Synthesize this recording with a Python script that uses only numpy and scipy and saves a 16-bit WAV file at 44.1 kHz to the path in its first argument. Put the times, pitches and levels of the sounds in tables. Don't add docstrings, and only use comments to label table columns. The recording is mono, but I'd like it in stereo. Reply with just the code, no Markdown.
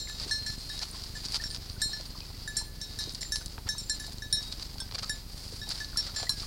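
import sys
import numpy as np
from scipy import signal
from scipy.fft import rfft, irfft, next_fast_len
from scipy.io import wavfile
from scipy.ndimage import uniform_filter1d

SR = 44100
rng = np.random.default_rng(int(sys.argv[2]) if len(sys.argv) > 2 else 0)


def to_wav(sig):
    pcm = np.clip(np.atleast_2d(sig), -1, 1) * 32767
    pcm = np.round(pcm).astype(np.int16)
    wavfile.write(sys.argv[1], SR, pcm.T)


def ratio(d):
    e = np.asarray(d, float) / 20
    return 10 ** e


N = 284886
RING_N = 15000
CRACK_LEAD_S = 64 / SR


def evened(x):
    return x / np.sqrt(np.mean(x ** 2) + 1e-20)


def smoothed_noise(width):
    return evened(uniform_filter1d(uniform_filter1d(rng.standard_normal(N), width), width))


def add(mix, s, sound):
    part = mix[max(round(s * SR), 0):][:len(sound)]
    part += sound[:len(part)]


def coloured(x, points):
    f, value = np.transpose(points)
    log_hz = np.log(abs(np.fft.fftfreq(2048, 1 / SR)) + 1)
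    log_gain = np.log(ratio(np.interp(log_hz, np.log(f), np.maximum(value, -50))))
    phase = -signal.hilbert(log_gain).imag
    taps = np.fft.ifft(np.exp(log_gain + 1j * phase)).real[:1024]
    return signal.oaconvolve(x, taps)[:len(x)]


# (frequency [Hz], level [dB per Hz])
LEAF_COLOUR = [(150, -55), (400, -16), (800, -11.5), (2700, -14), (3700, -11), (4300, -4.5), (4750, -0.5),
               (5250, -7), (6100, -14.5), (9600, -15), (12500, -26), (15500, -36)]


def three_bands(x):
    size = next_fast_len(len(x) + 256)
    spectrum = rfft(coloured(x, LEAF_COLOUR), size)
    hz = np.fft.rfftfreq(size, 1 / SR)
    low = 1 / (1 + (hz / 3500) ** 10)
    high = 1 - 1 / (1 + (hz / 6600) ** 6)
    return [irfft(spectrum * share, size)[:len(x)] for share in (low, 1 - low - high, high)]


def crack(db, low_db, high_db):
    t = np.arange(-64, 700) / SR
    splinters = 0.22 * rng.standard_normal(len(t)) * ratio(-60 * t / 0.014) * (t > 0)
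    low, peak, high = (band / abs(band).max() for band in three_bands((t == 0) + splinters))
    return ratio(db) * (peak + ratio(low_db) * low + ratio(high_db) * high)


# (lobes around, turn [deg], half waves up, lift [deg], gain [dB])
MODE_SHAPES = [(4.0, 166.2, 0.01, 0.2, -3), (5.0, 156.4, 1, 0.2, 7.5), (1.0, 139.6, 1.49, 170.6, 8),
               (4.0, 106, 1.1, 19.3, 9), (3.0, 143, 1.48, 0.2, -2.5), (3.0, 45.5, 0.01, 68, 5.5),
               (5.0, 110, 3.01, 110, -1), (5.0, 136, 2.09, 0.2, -7), (3.0, 100, 2.34, 0.2, -18.5),
               (6.7, 29, 1.96, 142, -10.5), (3.0, 140, 0.99, 57, -8), (5.0, 130, 1.43, 21, -1),
               (2.0, 136, 0.51, 60, -5), (2.0, 99, 2.01, 138, -6.5)]


def landing(hz, force_db, around, height, hardness_db):
    lobes, turn, waves, lift, gain_db = np.transpose(MODE_SHAPES)
    moves_around = np.cos(np.radians(np.round(lobes) * around + turn))
    moves_up = np.cos(np.pi * waves * height + np.radians(lift))
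    shape_db = 20 * np.log10(abs(moves_around * moves_up) + .03)
    return force_db + gain_db + shape_db + hardness_db * np.log2(hz / 4000)


# (strike time [s],
# mode [Hz], gain [dB], slower fading [dB per s])
ACCENTS = [(0.0, 1738, -12, 200.0), (0.0, 5470, -8, 180.0), (0.31, 1738, -0.5, 66), (0.31, 5470, -5.5, 195),
           (0.463, 5470, 1, 152), (0.463, 12080, -10.0, 0.0), (1.438, 6190, 12, -250.0),
           (1.438, 10900, -12.0, 0.0), (1.819, 1738, 2.5, -150.0), (1.819, 8335, 4, -77),
           (1.819, 9190, -8.0, 0.0), (1.819, 9900, -7.0, 160.0), (1.819, 10165, -1, 0.0),
           (1.819, 13660, 6.0, -100.0), (2.476, 10165, -8, 0), (2.568, 1738, -3, 198),
           (2.568, 7290, 4.5, -150.0), (2.623, 4195, 12, -50.0), (2.814, 1738, -1, 147),
           (2.814, 6190, 13, -240.0), (2.814, 8335, -7.0, 10.0), (3.209, 3805, 4, 60.0),
           (3.209, 8335, 14, -250.0), (3.321, 4195, -7.0, 0.0), (3.321, 8335, 13, 0.0),
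           (3.321, 10165, 4.5, 0.0), (3.321, 10900, 4.0, 0.0), (3.356, 4195, 15.5, -250.0),
           (3.356, 10165, 10, -60.0), (3.688, 7290, 11, -140.0), (3.781, 7290, 1.5, 130.0),
           (3.781, 8335, 4, -170.0), (3.897, 10165, 2.5, 10.0), (3.998, 7290, 3, 0.0),
           (3.998, 9190, -5, 0.0), (3.998, 12080, -12.0, 0.0), (4.221, 10900, 10, 0.0),
           (4.327, 5470, 7.5, -300.0), (4.327, 6190, -9.0, 0.0), (4.327, 8335, -9.0, 0.0),
           (4.327, 9190, 6, -250.0), (4.327, 9900, -9.0, 0.0), (4.327, 10165, -9.0, 0.0),
           (4.327, 12080, -4.0, 0.0), (4.327, 13660, 10.0, 0.0), (4.37, 1738, 2.5, 97),
           (4.37, 5470, 4.5, 100.0), (5.972, 5470, -1.5, 123), (5.972, 8335, 6, -180.0),
           (5.972, 10165, 7.5, -160.0),
           (0, 7320, 3, 100), (.463, 4205, 3, 100), (1.932, 6180, -8, 0), (2.476, 10040, 4, 120),
                (2.476, 8345, -8, 0), (3.209, 7320, -1, 130), (3.688, 11000, -1, -150),
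                (3.998, 3815, 3, 80), (.463, 8345, 1, -200)]


def accent(s, hz, t60):
    gain_db, slower = np.zeros((2, len(hz)))
    for at, mode_hz, db, db_per_s in ACCENTS:
        if abs(at - s) < .006:
            k = np.argmin(abs(hz - mode_hz))
            gain_db[k] = db + .018 * db_per_s
            slower[k] = db_per_s
    return gain_db, 60 / np.maximum(60 / t60 - slower, 70)


# (time [s], level kept [dB], spared mode [Hz])
BRUSHES = [(.385, -8, 4205), (.54, -2, 4205), (.765, -9, 3815), (1.19, -5, 8345), (1.49, -10, 1738),
           (2.0, -9, 4205), (3.29, -8, 3815), (3.748, 1, 3815), (3.952, -12, 3815), (4.405, -8, 3815),
           (6.005, -12, 3815)]


def brushing(s, hz):
    brush_s = .02
    t = s + np.arange(RING_N)[:, None] / SR
    gain_db = 0
    for at, kept_db, spared_hz in BRUSHES:
        if 0 < at - s < .3:
            muffled = abs(hz / spared_hz - 1) > .05
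            gain_db = gain_db + kept_db * np.clip((t - at) / brush_s, 0, 1) * muffled
    return gain_db


def ring(hz, db, t60, split_hz, chance, free_s, sag_per_s=0):
    t = np.arange(RING_N)[:, None] / SR
    hz = hz * (1 - sag_per_s * t / 2)
    phase, twin, flutter_rate, flutter_phase = chance
    pair = np.sin(2 * np.pi * (hz * t + phase))
    pair = pair + 0.5 * twin * np.sin(2 * np.pi * ((hz + split_hz) * t + phase))
    pair = pair / (1 + 0.4 * twin)
    flutter_db = 2.57 * np.sin(2 * np.pi * ((12 + 30 * flutter_rate) * t + flutter_phase))
    rise = np.minimum(t * hz / 3, 1) * np.minimum((t[-1] - t) / 0.04, 1)
    left = 1 - 0.5 * np.clip((t - free_s) / 0.0013, 0, 1)
    return (ratio(db + flutter_db - 60 * (t - .018) / t60) * pair * rise * left).sum(1)


# (pitch at first [Hz], pitch once the collar has turned [Hz], split of the pair [Hz],
# t60 [s], trim [dB])
BELL_MODES = [(1738, 1729, 8.4, 0.26, 1), (3815, 3800, 7.2, 1, -3), (4205, 4178, 4.5, 0.71, -3),
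              (5470, 5470, 4.6, 0.18, -2), (6180, 6200, 23, 0.36, 2.5), (7320, 7267, 35, 0.3, 3),
              (8345, 8330, 14, 0.3, 0), (9100, 9180, 16, 0.16, -0.5), (10040, 9790, 14, 0.17, 7),
              (10200, 10160, 35, 0.28, 4), (11000, 10770, 14, 0.3, -4), (11500, 11450, 7.8, 0.19, -14),
              (12100, 12000, 10, 0.1, -14), (13660, 12700, 10, 0.12, -18.5)]
# (time [s], force [dB], place around [deg], height [0-1], hardness [dB per octave])
STRIKES = [
    (0.0, -40, 28.7, 0.21, -5.5),
    (0.087, -46.5, 0.2, 0, -3),
    (0.31, -32.5, 19.5, 0.19, -5.5),
    (0.463, -40.5, 91.5, 0.703, -2),
    (0.698, -46, 77, 0.99, -7.5),
    (0.8, -51, 69.2, 0.6, -13.5),
    (1.153, -43, 63.2, 0.39, -4),
    (1.438, -43, 64, 0.99, 2),
    (1.8181, -35, 46.5, 0.75, 0.5),
    (1.932, -39.5, 23.7, 0.16, -11),
]
# (time [s], force [dB], place around [deg], height [0-1], hardness [dB per octave])
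STRIKES_TURNED = [(2.476, -35, 128, 0.303, -2), (2.568, -36.5, 95, 0.15, 4), (2.623, -50, 164, 0.26, -3.5),
                  (2.814, -46, 153, 0.803, -0.5), (2.988, -42, 3.8, 0.003, 0.7), (3.209, -43, 61, 0.3, 7),
                  (3.321, -32.5, 122, 0.62, -4.5), (3.356, -44.5, 144, 0.49, 0.5),
                  (3.689, -35.5, 138.2, 0.77, 0.5), (3.781, -49, 156.2, 0.75, 5),
                  (3.8964, -31.5, 168.2, 0.21, -1.2), (3.998, -40, 129.2, 0.96, 0.5),
                  (4.039, -50.5, 0.2, 0.8, -2.5), (4.221, -42, 139, 0.24, -1.5),
                  (4.3266, -33, 80, 0.94, 4.5), (4.369, -42, 114.2, 0.08, -10), (5.615, -47, 111.2, 1, -11),
                  (5.804, -43, 128, 0.003, -8), (5.972, -31, 24.3, 0.99, -2.5)]


def bell():
    turned_s = 2.3
    out = np.zeros(N)
    first_hz, later_hz, split_hz, t60, trim_db = np.transpose(BELL_MODES)
    times = np.sort([row[0] for row in STRIKES + STRIKES_TURNED + PRESSED] + [N / SR])
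    for s, *hit in STRIKES + STRIKES_TURNED:
        chance = rng.random((4, len(BELL_MODES)))
        db = landing(first_hz, *hit) + trim_db
        free_s = times[times > s + .01][0] - s
        hz, ring_s = first_hz, t60
        if s >= turned_s:
            hz, ring_s = later_hz, 0.85 * np.minimum(t60, .55)
        gain_db, ring_s = accent(s, first_hz, ring_s)
        mode_db = db + gain_db + brushing(s, first_hz)
        add(out, s, ring(hz, mode_db, ring_s, split_hz, chance, free_s))
        add(out, s - CRACK_LEAD_S, crack(max(db[3:]) + 3.5, -24, -8))
    return out


# (middle [s], length [s], level [dB], high share [dB])
SCUFFS = [(.01, 0.29, -55, -25), (0.233, 0.41, -46.5, -16), (0.485, 0.27, -48, -14),
          (0.765, 0.58, -45.5, -11), (1.03, 0.39, -48.5, -14), (1.32, 0.41, -45.5, -14),
          (1.552, 0.1, -46, -12), (1.74, 0.73, -52, -22), (1.998, 0.53, -52, -17),
          (2.297, 0.58, -52.5, -27), (2.59, 0.18, -49, -25), (3.05, 0.34, -49.5, -15),
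          (3.25, 0.34, -55.5, -14), (3.413, 0.46, -55, -13), (3.7, 0.14, -52, -27), (3.98, 0.67, -53, -12),
          (4.158, .2, -60, -17), (4.427, 0.19, -49, -10), (4.694, 0.55, -52, -18),
          (5.102, 0.38, -49.5, -16), (5.475, 0.43, -48, -9), (5.759, 0.25, -45.5, -13),
          (6.04, 0.37, -46, -19), (6.207, 0.17, -42, -16), (6.45, 0.53, -45.5, -11.5)]


def scuffing():
    stir_db, stir_high_db = -56, -17.5
    middle, length, db, high_db = np.transpose(SCUFFS)[..., None]
    swell = np.cos(np.pi * np.clip((np.arange(N) / SR - middle) / length, -.5, .5)) ** 2
    body = np.sqrt(ratio(stir_db) ** 2 + (ratio(db) ** 2 * swell).sum(0))
    top = np.sqrt(ratio(stir_db + stir_high_db) ** 2 + (ratio(db + high_db) ** 2 * swell).sum(0))
    return body, top


def crackle(per_s, spread_db, smooth):
    size = ratio(spread_db * np.minimum(rng.exponential(1, N), 3))
    size = size * np.clip(rng.standard_normal(N), -2, 2)
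    return evened(size * (rng.random(N) < per_s / SR)) + smooth * rng.standard_normal(N)


def rustle():
    body, top = scuffing()
    clumping = ratio(1.8 * smoothed_noise(400) + 1.48 * smoothed_noise(1800))
    low, peak, high = map(evened, three_bands(crackle(3500, 1.7, 0.93) * clumping))
    return ratio(2.5) * (body * (peak + ratio(-10.5) * low) + ratio(-0.5) * top * high)


# (frequency [Hz], level [dB per Hz])
HISS_COLOUR = [(100, 6), (250, 0.5), (530, -7.5), (1350, -14.5), (2600, -16), (6600, -16), (16000, -16.5)]


def hiss():
    return ratio(-51.5) * evened(coloured(rng.standard_normal(N), HISS_COLOUR))


def processor():
    first, period, work = .005, 1152 / 44100, .006
    frame_first, frame_period, frame_work = .0135, 1 / 25, .005
    steps = np.zeros(N)

    def step(s, size):
        add(steps, s, np.array([size]))

    for a in np.arange(first, N / SR, period):
        lag = (a - frame_first) % frame_period
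        wait = frame_period - lag
        fresh = np.clip((.0135 - lag) / .003, 0, 1) * (lag > frame_work)
        step(a, -1 - 1.67 * fresh)
        if lag < frame_work:
            step(a + work + frame_work - lag, 1.9)
        elif wait < .0125:
            step(a + max(wait, work) + frame_work, 1.9)
            step(a + work, 0.47 * (wait > work))
        else:
            step(a + work, 0.26 + 0.74 * fresh)
            step(a + work + .0055, 0.67 * (1 - fresh))
    for b in np.arange(frame_first, N / SR, frame_period):
        since = (b - first) % period
        if since > .0125:
            step(b, -1.1)
            step(b + frame_work - .001, 1.21 * (period - since > frame_work - .001))
    u = np.arange(1500) / SR / 0.0019
    pulse = u * np.exp(1 - u) + 0.18 * u * np.exp(1 - 7.9 * u)
    sag = signal.oaconvolve(steps * ratio(2.1 * rng.standard_normal(N)), pulse)[:N]
    return ratio(-41.0) * signal.sosfilt(signal.butter(1, 14, "highpass", fs=SR, output="sos"), sag)


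def damped_tones(rows):
    out, t = np.zeros(N), np.arange(4000) / SR
    for s, db, hz, t60 in rows:
        start = np.minimum(t * hz / 2.04, 1)
        scratch = evened(uniform_filter1d(rng.standard_normal(len(t)), 30))
        wander = np.cumsum(scratch) * .022 * (hz < 1600)
        add(out, s, ratio(db - 60 * t / t60) * start * np.sin(2 * np.pi * hz * t + wander))
    return out


# (time [s], peak level [dB], pitch [Hz])
KNOCKS = [(0.073, -34, 2100), (.26, -34.5, 334), (.913, -27, 9200), (1.439, -27.5, 1710), (1.893, -41, 820),
          (1.998, -35.5, 582), (3.07, -33.5, 342), (3.228, -29.5, 2000), (3.251, -38, 1880),
          (3.668, -39, 1220), (3.749, -38, 920), (4.755, -40, 860), (4.815, -37.5, 1010), (5.522, -37, 440),
          (5.93, -38, 1410), (5.959, -31, 1320), (6.199, -37, 980), (6.229, -27.5, 716)]


def knocks():
    return damped_tones([(s, db, hz, 0.027 * (1000 / hz) ** 0.69) for s, db, hz in KNOCKS])


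# (time [s], port peak level [dB], low part [dB], high part [dB])
CRISPS = [(0.0967, -40, -60.0, -35), (0.2155, -31, -55, -46), (0.4245, -45, -42, -47.0),
          (0.5221, -43.0, -60.0, -39.5), (0.6158, -37, -54.0, -60.0), (0.6911, -36, -48, -49.0),
          (0.828, -27.0, -49, -47.0), (1.0383, -30, -58.0, -50.0), (1.263, -28.0, -44.0, -47),
          (1.3262, -38, -60.0, -35.0), (1.5106, -26.5, -50.0, -58.0), (1.5143, -31.0, -60.0, -53.0),
          (1.5531, -43.0, -42.0, -54.0), (1.5626, -29, -39.0, -51.0), (1.6987, -29, -51.0, -54),
          (1.8172, -21, -42, -27), (2.0097, -30, -42, -52.0), (2.176, -36.5, -56.0, -59.0),
          (3.1243, -42, -56.0, -39.0), (3.1369, -56.0, -60.0, -36.0), (3.1405, -56.0, -62, -41.0),
          (3.153, -30, -44, -39), (3.2304, -27, -35.0, -47.0), (3.3324, -39.0, -44, -38.0),
          (3.3674, -27, -40, -37.0), (3.6711, -54.0, -44, -56.0), (3.8967, -25.5, -53, -34),
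          (4.0698, -40, -60.0, -35), (4.1326, -48.0, -59.0, -38), (4.358, -40.0, -48.0, -38.0),
          (4.4085, -56.0, -43.0, -50.0), (4.5248, -28, -43, -49), (4.8914, -56.0, -41, -58.0),
          (4.9397, -40.0, -42, -41.0), (4.987, -25, -45, -55), (4.991, -33, -38, -50),
          (5.0262, -41, -39, -53), (5.033, -26, -40.0, -47), (5.0429, -56.0, -45.0, -58.0),
          (5.095, -27.0, -47, -30), (5.0983, -31.0, -47, -38), (5.7222, -35.0, -42, -40.0),
          (5.7556, -34.0, -55.0, -56.0), (6.0513, -33.0, -60.0, -52.0), (6.1664, -27.0, -55.0, -41),
          (6.212, -38, -39, -42.0), (6.3069, -47.0, -45.0, -39.0), (6.3348, -56.0, -58.0, -41.0),
          (6.403, -26, -59.0, -56.0), (6.4082, -30.0, -53.0, -46.0)]


def crisps():
    out = np.zeros(N)
    for s, db, low_db, high_db in CRISPS:
        add(out, s - CRACK_LEAD_S, crack(db + 0.5, low_db - db, high_db - db))
    return out


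# (time [s], peak level [dB], low share [dB])
TWIGS = [(0.0987, -22.5, -4.5), (0.7679, -21, -18), (0.839, -27, -18), (1.5725, -18.5, -21),
         (1.697, -24, -19), (2.2048, -18.5, -15), (2.9445, -32, -5), (3.5802, -36.5, 12.5), (3.68, -24, -6),
         (4.597, -17.5, -18), (4.6557, -25.5, -15), (4.783, -18.5, -18), (4.9122, -22, -8.5),
         (4.923, -18.5, -10), (4.983, -19, -8), (4.9957, -16, -15), (6.2297, -13, -18)]
# (time [s], peak level [dB])
TICKS = [(0.176, -31), (0.199, -11), (0.2947, -15), (0.7918, -10), (1.02, -19), (1.252, -14.5),
         (1.285, -14), (1.3389, -28), (1.5035, -15), (1.547, -9.5), (1.73, -21), (2.0102, -24),
         (3.039, -13), (3.094, -14), (3.3585, -5.5), (3.481, -22), (4.5253, -11.5), (4.949, -33),
         (5.045, -13), (5.4803, -21), (5.5224, -22), (5.8459, -13.5), (6.399, -13)]
# (time [s], peak level [dB], high share [dB])
SPLINTERS = [(0.5194, -39, -16), (0.694, -20, -8), (1.322, -15, -4.5), (3.1222, -28, -6),
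             (3.148, -14.5, -14), (3.217, -15, -7), (3.46, -21.5, 5), (4.066, -20, -11), (4.123, -21.5, -8),
             (4.1834, -20.5, -12), (4.4284, -18, -17), (5.6911, -18.5, 3)]


def snaps():
    out = np.zeros(N)
    rows = [(s, db, low_db, -34) for s, db, low_db in TWIGS]
    rows += [(s, db, -25, -48) for s, db in TICKS]
    rows += [(s, db, -26, high_db) for s, db, high_db in SPLINTERS]
    for s, db, low_db, high_db in rows:
        add(out, s - CRACK_LEAD_S, crack(db - 11.5, low_db + 5.5, high_db + 1.5))
    return out


# (time [s], length [s], level [dB], low share [dB])
CRUSHES = [(0.182, 0.092, -43, -10), (0.804, 0.047, -36, -10), (1.245, 0.024, -35.5, -18),
           (1.323, 0.062, -29, -12.5), (3.212, 0.016, -41, -13), (4.508, 0.035, -41, -13.5),
           (4.618, 0.019, -38, -14), (4.942, 0.02, -32, -7), (4.984, 0.02, -42, -2),
           (5.019, 0.031, -36, -8), (5.685, 0.051, -35, -11.5), (3.459, 0.011, -43, -28),
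           (3.659, 0.039, -50, 2), (6.388, 0.077, -58, 0)]


def crushes():
    low, peak, high = map(evened, three_bands(crackle(2500, 0.94, 0.29)))
    out = np.zeros(N)
    for s, length, db, low_db in CRUSHES:
        at = slice(int(s * SR), min(int((s + length) * SR), N))
        push = signal.windows.tukey(at.stop - at.start, .9)
        out[at] += ratio(db) * push * (peak[at] + ratio(low_db) * low[at] + ratio(-20.0) * high[at])
    return out


# (time [s], length [s], peak level [dB], pitch [Hz], glide [Hz])
SQUEAKS = [(0.277, 0.026, -50, 8340, 0), (0.587, 0.028, -54, 8340, 0), (1.398, 0.023, -39, 1750, 130),
           (1.494, .055, -46, 8960, -40), (1.505, .055, -50.5, 1750, 0), (1.71, .08, -55, 9070, 0),
           (2.062, 0.039, -54, 9060, 0), (2.645, 0.073, -53, 9000, 0), (6.268, 0.018, -40.5, 1910, 150)]


def squeaks():
    out = np.zeros(N)
    for s, length, db, hz, glide_hz in SQUEAKS:
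        u = np.arange(int(length * SR)) / (length * SR)
        swell = np.sin(np.pi * u ** 0.55)
        tremble = ratio(2.5 * np.sin(2 * np.pi * 55 * length * u))
        tone = np.sin(2 * np.pi * length * u * (hz + glide_hz * u / 2))
        add(out, s, ratio(db) * swell * tremble * tone)
    return out


# (time [s], peak level [dB], pitch [Hz])
POPS = [(.943, -43.5, 1070), (1.452, -52, 1500), (1.545, -51, 1515), (1.761, -50, 525), (2.15, -43.5, 1090),
        (2.3, -48, 866), (2.34, -53, 2000), (2.612, -41, 903), (2.217, -44.5, 2520), (3.41, -45, 1480),
        (3.579, -41, 875), (4.078, -43, 710), (5.035, -36, 1304), (5.67, -43.5, 730), (6.088, -43, 1380),
        (1.763, -48, 1520), (6.296, -40, 1084), (6.43, -41, 1150)]


def pops():
    return damped_tones([(*row, 0.079) for row in POPS])


# (time [s], level [dB], pitch sag [per s])
PRESSED = [
    (4.802, -32.5, .1),
    (6.2935, -23.5, .35),
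    (5.0955, -32.5, .03),
    (6.1617, -32, 0.024),
]
# (pitch [Hz], level [dB], t60 [s])
PRESSED_MODES = [
    [(1570, -13, 0.23), (3380, -5.5, 0.11), (3650, -8, 0.12), (5330, 2.5, 0.14), (6320, -14, 0.18),
     (7100, -20, 0.088), (8120, -6, 0.11), (9033, -17, .12), (9970, -8.5, .07)],
    [(1690, -20, 0.35), (4080, -2, 0.11), (4160, -5, 0.15), (5500, -4.5, 0.21), (6230, -20, 0.14),
     (7100, -11, 0.13), (8330, -14, 0.16), (10160, -14, 0.16), (11660, -16, 0.08)],
    [(1733, 1.5, 0.21), (3795, -3, 0.26), (5460, 0.5, 0.15), (7195, -4, 0.26), (8323, -13, 0.22),
     (10140, -12, .15), (10760, -3.5, 0.11), (11400, -19, .12)],
    [(1730, -8.5, 0.43), (3790, -15, .3), (4180, -6.5, 0.58), (5440, 2, 0.16), (7220, -2, 0.37),
     (8323, -15, 0.16), (11300, -22, .12)],
]


def pressed_bell():
    out = np.zeros(N)
    for (s, db, sag), modes in zip(PRESSED, PRESSED_MODES):
        hz, mode_db, t60 = np.transpose(modes)
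        chance = rng.random((4, len(hz)))
        add(out, s, ring(hz, db + mode_db - 60 * 0.018 / t60, t60, 6, chance, 0.12, sag))
        add(out, s - CRACK_LEAD_S, crack(db, -13, -2.5))
    return out


def scene():
    near = bell() + knocks() + crisps() + snaps() + crushes() + squeaks() + pops() + pressed_bell()
    ground = np.zeros(900)
    ground[[0, 95, 230, 410, 690]] = [1, 0.056, -0.036, 0.11, -0.076]
    return np.tile(signal.oaconvolve(near, ground)[:N] + rustle(), (2, 1))


def roll_off(x):
    return signal.sosfilt(signal.butter(12, 16450, fs=SR, output="sos"), x)


def record(dry):
    edge = signal.firwin(301, 16050, window=("kaiser", 9), fs=SR)
    mix = signal.oaconvolve(dry + hiss() + processor(), edge[None], "same")
    return roll_off(mix)


dry = scene()
out = record(dry)
to_wav(out)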